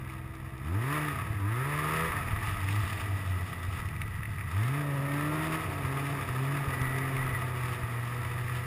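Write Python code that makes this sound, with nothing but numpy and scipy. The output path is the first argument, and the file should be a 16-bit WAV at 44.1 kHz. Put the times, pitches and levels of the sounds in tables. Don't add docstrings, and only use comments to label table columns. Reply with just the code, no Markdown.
import sys
import numpy as np
from scipy import signal
from scipy.fft import rfft, irfft, next_fast_len
from scipy.io import wavfile
from scipy.ndimage import uniform_filter1d

SR = 44100
rng = np.random.default_rng(int(sys.argv[2]) if len(sys.argv) > 2 else 0)


def waveform_to_disk(signal):
    frames = np.transpose(np.atleast_2d(signal))
    scaled = np.clip(frames, -1, 1) * 32767
    samples = np.round(scaled).astype(np.int16)
    wavfile.write(sys.argv[1], SR, samples)


N = 381899
CRUISE_HZ = 130

# time in seconds, firings a second.
FIRING_RATE = [(0, 64.67), (0.619, 64.97), (.71, 85.04), (.88, 137.3), (.95, 151.7), (1.08, 149.1),
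               (1.28, 109.3), (1.44, 96.6), (1.691, 145.4), (1.88, 153.6), (2.08, 166.6), (2.25, 125.3),
               (2.481, 101.7), (2.68, 96.1), (2.861, 111.5), (3.05, 100.3), (3.35, 90.8), (4.05, 72.04),
               (4.47, 69.8), (4.71, 135), (4.789, 147.5), (4.99, 137.7), (5.15, 143.3), (5.428, 158),
               (5.63, 160.4), (5.85, 133.5), (6.13, 142.2), (6.34, 126.5), (6.55, 143.3), (6.81, 128.3),
               (7.1, 134.6), (7.4, 126.7), (7.65, 124), (7.92, 118.5), (8.1, 120.7), (8.66, 123.5)]
# start and end in seconds, throttle from 0 to 1, lifts of orders 1, 2 and 3 in dB,
# steadiness in dB (it turns the burble down and the hood's boom up).
PULLS = [(-.1, .6, 0, 2, 1.5, 3, 7), (.63, 1.11, 0.75, 11, 7.5, 11.5, 13.5),
         (1.39, 2.09, 0.86, 10.5, 1.5, 13, 9.5), (2.65, 2.84, 0.15, 11, 0, 6.5, 0),
         (3.09, 3.17, 0.07, 11, -7, 1, 6), (3.25, 3.39, 0.02, 12, 2, 0.5, 7),
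         (4.52, 5.05, 0.51, 13, 7, 5, 9), (5.05, 5.6, 0.74, 11.5, 11.5, 1, 12),
         (5.82, 6.2, .4, 10, 6.5, 9, 7), (6.3, 6.66, .4, 12, 6.5, 6, 10),
         (6.74, 7.31, 0.32, 9.5, 8.5, 9, 6), (7.35, 7.79, 0.26, 8, -1.5, 6.5, 4),
         (7.85, 8.2, 0.43, 8, 0.5, 1, 9), (8.2, 8.8, 0.44, 7.5, -4, 1.5, 2)]
# frequency in Hz, level in dB.
PIPE_TONE = [(62, -53), (80, -43), (100, -38.5), (120, -42.5), (135, -43.5), (155, -47), (200, -52),
             (260, -52.5), (297, -45.5), (335, -52.5), (400, -52), (450, -55.5), (495, -47.5)]
# multiple of the firing rate, relative level in dB.
HALF_ORDERS = [(.5, -3), (1.5, -24), (2.5, -6.5), (3.5, -13)]
INTAKE_ORDERS = [(4, -4), (7, -6), (9, -5)]
# start and end in seconds, level in dB.
INTAKE_SPELLS = [(4.78, 5.58, -47), (5.9, 7.1, -60), (7.2, 8.8, -54.5)]
DRIVE_SPELLS = [(2.3, 4.6, -49), (6.72, 7.1, -40.5), (7.16, 7.44, -39), (7.6, 8.8, -51)]
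# time in seconds, relative level in dB.
POPS = [(1.257, -35), (1.307, -26), (2.107, -25), (2.336, -19), (2.378, -28), (2.485, -24), (2.839, -22),
        (3.008, -24), (3.688, -22.5), (3.801, -25), (3.857, -30), (3.996, -25.5), (4.195, -27),
        (4.303, -25.5), (4.447, -30), (5.693, -38), (5.853, -26), (6.304, -25.5), (6.68, -24),
        (6.819, -22.5), (7.336, -25), (7.84, -22)]
# time in seconds, relative levels of the knock and its crack in dB.
KNOCKS = [(0.099, -39, -58), (0.352, -58, -53), (0.5797, -46, -58), (2.284, -30, -60), (2.687, -24, -60),
          (3.8866, -31.5, -51), (3.9636, -34.5, -55), (4.017, -25, -45), (4.0785, -40, -57),
          (4.233, -31.5, -55), (4.2543, -28, -57), (4.3827, -34, -62), (4.4099, -30.5, -57),
          (6.815, -32, -44), (6.9855, -47, -48), (7.1662, -28.5, -51), (8.4799, -30, -54)]
# time in seconds, lifts of the rumble, clatter and scrape in dB.
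DRIFT = [(0, 0.5, -3, -4), (.55, 1, -4, -4), (1.02, 0.5, 2, 0.5), (1.45, -1.5, -1, -3), (1.97, 0.5, 3.5, 3),
         (2.25, 1, 2.5, 0.5), (2.7, 1, 1, 3.5), (3.65, 3, -1.3, 2), (3.9, -0.5, -2, -1.5),
         (4.35, -0.5, -2.5, -0.5), (4.55, 1, 1.5, 2), (4.85, .5, -2.5, -3), (5.5, 3, 0.5, .5),
         (6.2, 2.9, -0.5, -0.3), (7.2, 3.5, 0.7, 0.3), (8.66, -3, -3.5, -2)]
# middle and half length in seconds, lift in dB.
SKIDS = [(.11, .05, 5.5), (.94, 0.041, 1), (2.48, 0.062, 5.5), (2.71, .04, 4.5), (2.86, 0.099, 2.5),
         (3.78, 0.054, 7.5), (7.72, 0.059, 3.5), (8.56, 0.032, 6.5)]
GUSTS = [(.2, .7, 3), (2.45, .5, 12), (4.1, 0.34, 11), (5.75, 0.27, 4), (6.89, .06, 20), (7.24, 0.11, 18),
         (8.35, .2, 7)]
# frequency and width in Hz, relative level in dB.
PIPE_MODES = [(90.2, 9.25, 7.5), (131, 49.3, -5), (167.8, 5.3, -3), (190, 13.5, -16), (332, 20, -18.5)]
DRIVE_MODES = [(1290, 28, -9.5), (1963, 53, -0.5)]
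# frequency in Hz, relative level in dB.
WIND_SPECTRUM = [(10, -11.5), (28, 10), (55, 6), (80, -16), (150, -43), (400, -80)]
RUMBLE_SPECTRUM = [(20, -29), (60, -18), (120, 7), (200, -2), (420, 0), (500, -3.5), (580, -9), (680, 2.5),
                   (780, -10.5), (900, -2), (1200, -15), (2000, -80)]
SCRAPE_SPECTRUM = [(1800, -16), (2600, 2), (2900, 2.5), (3200, -3.5), (3600, -0.5), (4150, -13.5),
                   (4800, -8), (5400, -10), (6000, -25.5), (7000, -45)]
CLATTER_SPECTRUM = [(400, -36), (780, -13), (890, -6), (1000, -9), (1130, -1), (1260, 3), (1440, -12.5),
                    (1650, -4.5), (1920, -2.5), (2150, -8), (2550, -8.5), (3000, -33.5), (3600, -25.5),
                    (4500, -62)]
RASP_SPECTRUM = [(250, -14), (380, -1), (500, -2.5), (590, -8.5), (630, -12), (680, -14.5), (770, -24.5),
                 (880, -3.5), (1080, 3.5), (1280, 5.5), (1450, -5), (1900, 2), (2500, -10.5), (3000, -22)]
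KNOCK_SPECTRUM = [(300, -27), (1200, -12), (1900, 5), (2350, 5), (2650, 1), (3000, -12), (4000, -61),
                  (6000, -62)]
CRACK_SPECTRUM = [(1800, -25), (2400, -6), (2900, -12), (3500, 5), (4200, -9), (4900, -3.5), (6000, -8),
                  (7000, -50)]
# frequency in Hz, relative gain in dB.
MIRROR_GAIN = [(6000, 5.5), (8500, 2), (10000, 0.5), (10800, 0), (12000, -1), (13200, -1.5), (14000, -1.5),
               (15400, -3)]


def amp(db):
    return 10 ** (np.asarray(db) / 20)


def unit(x):
    return x / np.sqrt(np.mean(x ** 2) + 1e-20)


def along(points, hz):
    freqs, values = np.transpose(points)
    return np.interp(np.log(hz + 1), np.log(freqs + 1), values)


def over_time(times, values):
    return np.interp(np.arange(N) / SR, times, values)


def wobble(rate, oversample=8):
    knots = rng.standard_normal(int(N * rate / SR) + 4)
    fine = signal.resample(knots, oversample * len(knots))
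    return np.interp(np.arange(N) * rate * oversample / SR, np.arange(len(fine)), fine)


def spells(rows, rest, rise_s, fall_s):
    t, rows = np.arange(0, N, 64) / SR, np.array(rows)
    opening, closing = (t - rows[:, :1]) / rise_s, (rows[:, 1:2] - t) / fall_s
    gates = np.clip(np.minimum(opening, closing) + .5, 0, 1)
    gates /= np.maximum(gates.sum(0), 1)
    return [over_time(t, rest + (column - rest) @ gates) for column in rows.T[2:]]


def swells(rows):
    t = np.arange(0, N, 64) / SR
    return over_time(t, sum(db * np.exp(-((t - s) / half_s) ** 2) for s, half_s, db in rows))


def filtered(x, response):
    size = next_fast_len(N + SR // 2)
    return irfft(rfft(x, size) * response(np.fft.rfftfreq(size, 1 / SR)), size)[:N]


def resonate(x, modes):
    return filtered(x, lambda f: sum((-1) ** k * amp(db) * 1j * f * width / (hz**2 - f**2 + 1j * f * width)
                                     for k, (hz, width, db) in enumerate(modes)))


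def noise(spectrum, envelope=1):
    hiss = envelope * rng.standard_normal(N)
    return unit(filtered(hiss, lambda hz: amp(along(spectrum, hz))))


def wind(level_db=-60):
    return amp(level_db + swells(GUSTS) + .5 * wobble(9)) * noise(WIND_SPECTRUM)


def knocks(knock_db=-4, crack_db=3, fade_s=.02, tail_db=-20, tail_s=.081):
    body, crack = np.zeros((2, N + SR))
    t = np.arange(SR // 8) / SR
    fade = amp(-60 * t / fade_s)
    tail = amp(tail_db - 60 * t / tail_s)
    for s, db, sharp_db in KNOCKS:
        body[round(s * SR):][:len(t)] += amp(db + knock_db) * (fade + tail)
        crack[round(s * SR):][:len(t)] += amp(sharp_db + crack_db) * fade
    return sum(np.sqrt(np.mean(envelope ** 2)) * noise(spectrum, envelope)
               for spectrum, envelope in [(KNOCK_SPECTRUM, body[:N]), (CRACK_SPECTRUM, crack[:N])])


def shaking(cycles, octaves, ticks_per_s=110, tick_size=1.13, tick_s=.0029):
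    pulse_db = .3 + 1.5 * np.maximum(-octaves, 0)
    ticks = (rng.random(N) < ticks_per_s / SR) * rng.exponential(tick_size, N)
    ticks = signal.lfilter([1], [1, -np.exp(-1 / (tick_s * SR))], ticks)
    return np.sqrt(amp(pulse_db * np.cos(2 * np.pi * cycles)) ** 2 + ticks)


def snow_scrape(shake, octaves, throttle, lift_db, level_db=-53.5):
    db = level_db + 6 * octaves + 3 * throttle + lift_db + .59 * wobble(25)
    return amp(db) * noise(SCRAPE_SPECTRUM, shake)


def drive_ring(shake):
    level_db, = spells(DRIVE_SPELLS, rest=-59, rise_s=.03, fall_s=.16)
    vibration = noise([(600, -20), (1000, 9.5), (2500, 0), (5000, -8)], shake)
    return amp(level_db) * unit(resonate(vibration, DRIVE_MODES))


def track_rumble(octaves, throttle, lift_db, level_db=-46):
    db = level_db + 8 * octaves + throttle + lift_db + .64 * wobble(12)
    return amp(db) * noise(RUMBLE_SPECTRUM)


def rasp(cycles, firing_hz, uneven_db, flutter_db=4, step=100):
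    shaken = cycles + .003 * wobble(70)
    half_gain = np.minimum(.25 + amp(uneven_db + 33), 1)
    out, rate_hz = np.zeros(N), firing_hz[::step]
    for order in np.arange(4, 20, .5):
        flutter = signal.resample(rng.standard_normal(N // 3500), len(rate_hz))
        db = along(RASP_SPECTRUM, order * rate_hz) + flutter_db * flutter
        gain = np.repeat(amp(db), step)[:N] * (half_gain if order % 1 else 1)
        out += gain * np.cos(2 * np.pi * (order * shaken + rng.random()))
    return unit(out)


def engine_clatter(shake, snarl, octaves, throttle, lift_db, level_db=-41):
    blend = np.clip(.21 + .57 * throttle, 0, .9)
    mix = np.sqrt(1 - blend ** 2) * noise(CLATTER_SPECTRUM, shake) + blend * snarl
    return amp(level_db + 6 * octaves + 3.5 * throttle + lift_db) * mix


def moving_parts(cycles, firing_hz, octaves, throttle, uneven_db):
    times, *drifts = np.transpose(DRIFT)
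    rumble_db, clatter_db, scrape_db = [over_time(times, db) for db in drifts]
    skid_db = swells(SKIDS)
    bumps = amp(.5 * wobble(22))
    shake = shaking(cycles, octaves)
    rumble = track_rumble(octaves, throttle, rumble_db)
    snarl = rasp(cycles, firing_hz, uneven_db)
    clatter = engine_clatter(shake, snarl, octaves, throttle, clatter_db + .67 * skid_db)
    scrape = snow_scrape(shake, octaves, throttle, scrape_db + skid_db)
    return rumble + bumps * (clatter + scrape) + drive_ring(shake)


def intake_whine(cycles, flutter_db=2):
    level_db, = spells(INTAKE_SPELLS, rest=-72, rise_s=.23, fall_s=.27)
    tones = sum(amp(db + flutter_db * wobble(5.4)) * np.cos(2 * np.pi * order * cycles + .6 * wobble(40))
                for order, db in INTAKE_ORDERS)
    return np.sqrt(2) * amp(level_db) * tones


def hood_boom(cycles, firing_hz, steady_db, level_db=-66, centre_hz=315, width_hz=35):
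    boom = sum(np.cos(2 * np.pi * order * cycles) / (1 + ((order * firing_hz - centre_hz) / width_hz) ** 2)
               for order in (4, 5))
    return np.sqrt(2) * amp(level_db + 1.82 * steady_db + wobble(30)) * boom


def exhaust_pops(gain_db=-2, ring_hz=93, rise_s=.0052):
    out, t = np.zeros(N + SR), np.arange(SR // 10) / SR
    thump = t / rise_s * np.exp(1 - t / rise_s) * np.sin(2 * np.pi * ring_hz * t)
    for s, db in POPS:
        out[round((s - rise_s) * SR):][:len(t)] += amp(db + gain_db) * thump
    return out[:N]


def exhaust_burble(cycles, steady_db, level_db=-37, smooth_s=.081):
    firings = np.flatnonzero(np.diff(np.floor(cycles)) > 0)
    puffs = np.zeros(N)
    puffs[firings] = rng.choice([-1, 1], len(firings)) + .43 * rng.standard_normal(len(firings))
    ring = resonate(puffs, PIPE_MODES)
    local_power = np.abs(uniform_filter1d(ring ** 2, int(smooth_s * SR)))
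    ring /= np.sqrt(local_power + .081 * np.mean(ring ** 2))
    return amp(level_db - steady_db) * ring


def exhaust_drone(cycles, firing_hz, lifts_db, uneven_db):
    fluttering_db = [-.5 * wobble(45), -2 + .3 * wobble(22), -6.5 + .3 * wobble(12)]
    whole = np.zeros(N)
    for order, own_db, lift_db in zip((1, 2, 3), fluttering_db, lifts_db):
        db = along(PIPE_TONE, order * firing_hz) + own_db + lift_db
        whole += amp(db) * np.cos(2 * np.pi * order * cycles)
    halves = sum(amp(db + 2 * wobble(30)) * np.cos(2 * np.pi * order * cycles) for order, db in HALF_ORDERS)
    return np.sqrt(2) * (whole + amp(uneven_db) * halves)


def scene():
    firing_hz = over_time(*np.transpose(FIRING_RATE)) * (1 + .0012 * wobble(20))
    cycles = np.cumsum(firing_hz) / SR
    octaves = np.log2(firing_hz / CRUISE_HZ)
    throttle, *lifts_db, steady_db = spells(PULLS, rest=0, rise_s=.16, fall_s=.091)
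    uneven_db = -80.5 + 39.5 * octaves + 33 * throttle
    mix = exhaust_drone(cycles, firing_hz, lifts_db, uneven_db)
    mix += hood_boom(cycles, firing_hz, steady_db) + intake_whine(cycles)
    mix += exhaust_burble(cycles, steady_db) + exhaust_pops()
    mix += moving_parts(cycles, firing_hz, octaves, throttle, uneven_db)
    return (mix + knocks() + wind())[None]


def record(dry, mirror_hz=12000, fizz_db=3, top_hz=15400):
    carrier = np.cos(2 * np.pi * mirror_hz * np.arange(N) / SR)
    fizz = filtered(carrier * np.gradient(dry[0]), lambda hz: amp(fizz_db + along(MIRROR_GAIN, hz)))
    return filtered(dry[0] + fizz, lambda hz: hz < top_hz)[None]


dry = scene()
out = record(dry)
waveform_to_disk(out)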